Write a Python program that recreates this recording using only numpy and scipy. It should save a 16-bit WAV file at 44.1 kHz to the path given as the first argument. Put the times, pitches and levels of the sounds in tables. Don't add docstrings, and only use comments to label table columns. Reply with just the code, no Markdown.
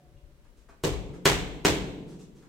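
import sys
import numpy as np
from scipy import signal
from scipy.io import wavfile

SR = 44100
rng = np.random.default_rng(int(sys.argv[2]) if len(sys.argv) > 2 else 0)


def inscribe(sig):
    pcm = np.round(np.clip(np.atleast_2d(sig).T, -1, 1) * 32767)
    wavfile.write(sys.argv[1], SR, pcm.astype(np.int16))


N = 109764
T = np.arange(N) / SR
LEFT_RIGHT = np.array([[1], [-1]])
SLOPE_PAN_DB = 4


def from_db(db):
    return 10 ** (np.asarray(db) / 20)


def rms_one(x):
    return x / np.sqrt(np.mean(x ** 2) + 1e-20)


def at_hz(table, hz):
    f, *columns = np.transpose(table)
    return [np.interp(np.log(hz), np.log(f), c) for c in columns]


def band(x, low, high, order=2):
    sos = signal.butter(order, [low, high], "band", fs=SR, output="sos")
    return signal.sosfilt(sos, x + 1e-18)


def fade(t, t60):
    return (t >= 0) * from_db(-60 * np.maximum(t, 0) / t60)


def ring(t, modes, pitch=1):
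    out = 0
    for hz, db, t60 in modes:
        out = out + from_db(db) * np.sin(2 * np.pi * hz * pitch * t) * fade(t, t60)
    return out


def convolve(x, response):
    return signal.fftconvolve(x[None], response, axes=1)[:, :N]


def rub(s, length, low, high):
    u = np.maximum(T - s, 0) / (length / 2)
    swell = (u * np.exp(1 - u)) ** 2
    return rms_one(band(rng.standard_normal(N), low, high)) * swell


def slap(s, bright_hz):
    impulse = 1. * (np.arange(N) == int(s * SR))
    spike = signal.lfilter([1], [1, -np.exp(-2 * np.pi * bright_hz / SR)], impulse)
    spike = band(spike, 324, 11600, order=1)
    return spike / spike.max()


def smack(t):
    # (frequency [Hz], level within the smack [dB], t60 [s])
    smack_modes = [(1060, -4, 0.0035), (1674, -10, 0.0054), (2170, -2, 0.0035), (3430, -8.5, 0.0044)]
    return ring(t, smack_modes)


def padding(t, knock_db, pitch, thud_db):
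    # (frequency at pitch ratio 1 [Hz], level within the knock [dB], t60 [s])
    pad_modes = [(323, -15.5, 0.013), (432, 6, 0.0093), (738, -2.5, 0.0065), (1020, -3.5, 0.0054)]
    # (frequency [Hz], level within the thud [dB], t60 [s])
    thud_modes = [(55, -11.5, .07), (173, -10.5, 0.03)]
    knock = from_db(knock_db) * ring(t, pad_modes, pitch)
    thud = from_db(thud_db) * ring(t, thud_modes)
    return band(knock + thud, 48.6, 11600)


def crackle(t):
    t60_s, rise_s = 0.0083, 0.011
    leather = rms_one(band(rng.standard_normal(N), 1170, 10200))
    return leather * np.maximum(fade(t, t60_s), fade(-t, rise_s))


def jab(s, slap_db, bright_hz, crackle_db, smack_db, knock_db, pitch, thud_db):
    t = T - s
    blow = from_db(slap_db) * slap(s, bright_hz) + from_db(smack_db) * smack(t)
    blow = blow + padding(t, knock_db, pitch, thud_db)
    return -blow, from_db(crackle_db) * crackle(t)


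def near_paths():
    # (delay [s], level before the common echo gain [dB], right ear's lag [s])
    reflections = [(.00205, -4, 0), (.0028, -2, 0), (.0073, -9, .00003), (.0080, -3, .00002),
                   (.0096, -11, -.0002), (.0133, -10, -.0003)]
    echo_db, echo_top_hz = 0.5, 9300
    out = np.zeros((2, N))
    for delay, db, lag in reflections:
        out[0, int(delay * SR)] += from_db(db)
        out[1, int((delay + lag) * SR)] += from_db(db)
    out = from_db(echo_db) * signal.sosfilt(signal.butter(2, echo_top_hz, fs=SR, output="sos"), out)
    out[:, 0] += 1
    return out


def clumps():
    spread_db, spacing_s = 3.5, .0012
    steps = np.arange(0, T[-1] + .01, spacing_s)
    return from_db(spread_db * np.interp(T, steps, rng.standard_normal(len(steps))))


def diffuse_bands():
    # (frequency [Hz], side level relative to mid [dB])
    side_levels = [(60, -5), (110, -8), (200, -11), (380, -9), (700, -4), (1290, 0), (2380, 0), (4400, 0),
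                   (8120, 0), (15000, 0)]
    edges = 23.3 * 2 ** np.arange(0, 10, .5)
    white = rng.standard_normal((2, 2, N))
    for k, (low, high) in enumerate(zip(edges, edges[1:])):
        hz = np.sqrt(low * high)
        mid, side = band(white[k % 2], low, high, order=3)
        width = from_db(at_hz(side_levels, hz)[0])
        stereo = (mid + width * side * LEFT_RIGHT) / np.sqrt(1 + width ** 2)
        lean = from_db(SLOPE_PAN_DB * (hz < 90) * LEFT_RIGHT)
        yield hz, lean * stereo


def hall():
    # (frequency [Hz], early scatter level [dB], long tail level [dB], tail t60 [s])
    reverberation = [(50, -25.5, 12.5, 0.77), (99, -0.5, -1, 0.78), (160, 1.5, 4, 2.3),
                     (230, -2.5, -4, 2.4), (385, 7, -0.5, 1.46), (720, 5, -4, 1.2), (1440, 5, -4, 0.67),
                     (3060, 8, 1, 0.84), (5160, 6, -6, 0.63), (7200, 9, -4, 0.7), (9900, -0.5, -12, 0.45),
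                     (14000, 4.5, -15, 0.86)]
    # (frequency [Hz], level [dB], t60 [s])
    standing_waves = [(46.64, -57, 0.9), (145.1, -57, 0.4), (184.8, -60, 2.0), (282.3, -60.5, 1.5),
                      (310.7, -56.5, 0.77), (436.7, -65.5, 1.8), (547, -72.5, 1.3)]
    scatter_t60_s, scatter_start_s = 0.24, 0.0042
    tail_start_s, tail_build_s = 0.01193, 0.038
    out = ring(T - tail_start_s, standing_waves)
    scatter = rms_one(clumps() * fade(T - scatter_start_s, scatter_t60_s))
    build = 1 - np.exp(-np.maximum(T - tail_start_s, 0) / tail_build_s)
    for hz, noise in diffuse_bands():
        scatter_db, tail_db, t60 = at_hz(reverberation, hz)
        tail = rms_one(build * fade(T, t60))
        envelope = from_db(scatter_db) * scatter + from_db(tail_db) * tail
        out = out + noise * envelope / np.sqrt(N)
    return out


def scuffs():
    # (time [s], length [s], heel level [dB], sole level [dB], hiss level [dB])
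    shoe_contacts = [(0.439, 0.022, -95, -68.5, -77), (0.558, 0.044, -73, -75.5, -74),
                     (0.683, .024, -56, -57, -70), (1.13, 0.026, -61.5, -62, -66.5),
                     (2.058, 0.083, -60, -66.5, -67), (2.182, 0.042, -63, -68, -63.5),
                     (2.34, 0.059, -64, -73.5, -71), (2.418, 0.028, -67, -63, -72)]
    out = 0
    for s, length, heel_db, sole_db, hiss_db in shoe_contacts:
        out = out + from_db(heel_db) * rub(s, length, 262, 484)
        out = out + from_db(sole_db) * rub(s, length, 525, 1607)
        out = out + from_db(hiss_db) * rub(s, length, 2500, 8800)
    return out


def rustles():
    # (time [s], length [s], level [dB], lower limit [Hz], upper limit [Hz])
    gear_shifts = [(0.163, 0.019, -73.5, 2640, 3400), (1.132, 0.023, -60, 1000, 1900)]
    return sum(from_db(db) * rub(s, length, low, top) for s, length, db, low, top in gear_shifts)


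def bumps():
    # (time [s], length [s], level before the lean to the left [dB], upper limit [Hz])
    weight_shifts = [(0.104, 0.073, -49, 62), (0.221, 0.076, -54, 59), (0.302, 0.063, -57, 65),
                     (0.424, 0.056, -64, 79), (0.573, 0.035, -53.5, 70), (1.098, 0.014, -41.5, 230),
                     (1.898, 0.0073, -37, 235.8)]
    low = sum(from_db(db) * rub(s, length, 22.2, top_hz) for s, length, db, top_hz in weight_shifts)
    return low * from_db(SLOPE_PAN_DB * LEFT_RIGHT)


def fading_tones():
    # (centre frequency [Hz], starting level [dB], t60 [s])
    blurred_tones = [(144, -62, 5.7), (335, -66, 2.6), (574, -67, 3.2), (714, -69.5, 1.15)]
    half_width_hz = 20
    out = 0
    for hz, db, t60 in blurred_tones:
        noise = rng.standard_normal(N + SR)
        tone = band(noise, hz - half_width_hz, hz + half_width_hz)[SR:]
        out = out + from_db(db) * fade(T, t60) * rms_one(tone)
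    return out


def air():
    # (frequency [Hz], relative density [dB per Hz])
    density = [(15, -34), (25, -1), (64, -5.5), (114, -33), (229, -16), (344, -23.5), (394, -13.5),
               (516, -34.5), (575, -30), (1440, -32.5), (16000, -48)]
    noise = sum(from_db(at_hz(density, hz)[0]) * noise for hz, noise in diffuse_bands())
    return from_db(-57) * rms_one(noise)


def scene():
    # (time [s], slap level [dB], slap corner frequency [Hz], leather crackle level [dB],
    #        smack level [dB], knock level [dB], pad pitch [ratio], deep thud level [dB],
    #        gain of direct sound and close reflections [dB])
    punches = [(0.8383, -8, 2944, -29.5, -27.5, -18, 1.0, -15.5, -5),
               (1.2562, 2, 2500, -19, -15, -17, 1, -18.5, -0.5),
               (1.6500, 0, 2200, -25, -21.5, -14.5, 0.98, -30, -2)]
    near, feet = near_paths(), scuffs() + rustles()
    out = feet + bumps() + air() + fading_tones()
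    for *row, near_db in punches:
        blow, leather = jab(*row)
        room = hall()
        out = out + convolve(blow, room)
        out = out + from_db(near_db) * convolve(blow + leather, near)
    return out + from_db(-4) * convolve(feet, room)


def record(dry):
    ceiling, cutoff_hz = .78, 16000
    rounded = dry / (1 + (dry / ceiling) ** 4) ** .25
    return signal.sosfilt(signal.ellip(12, .1, 100, cutoff_hz, fs=SR, output="sos"), rounded)


dry = scene()
out = record(dry)
inscribe(out)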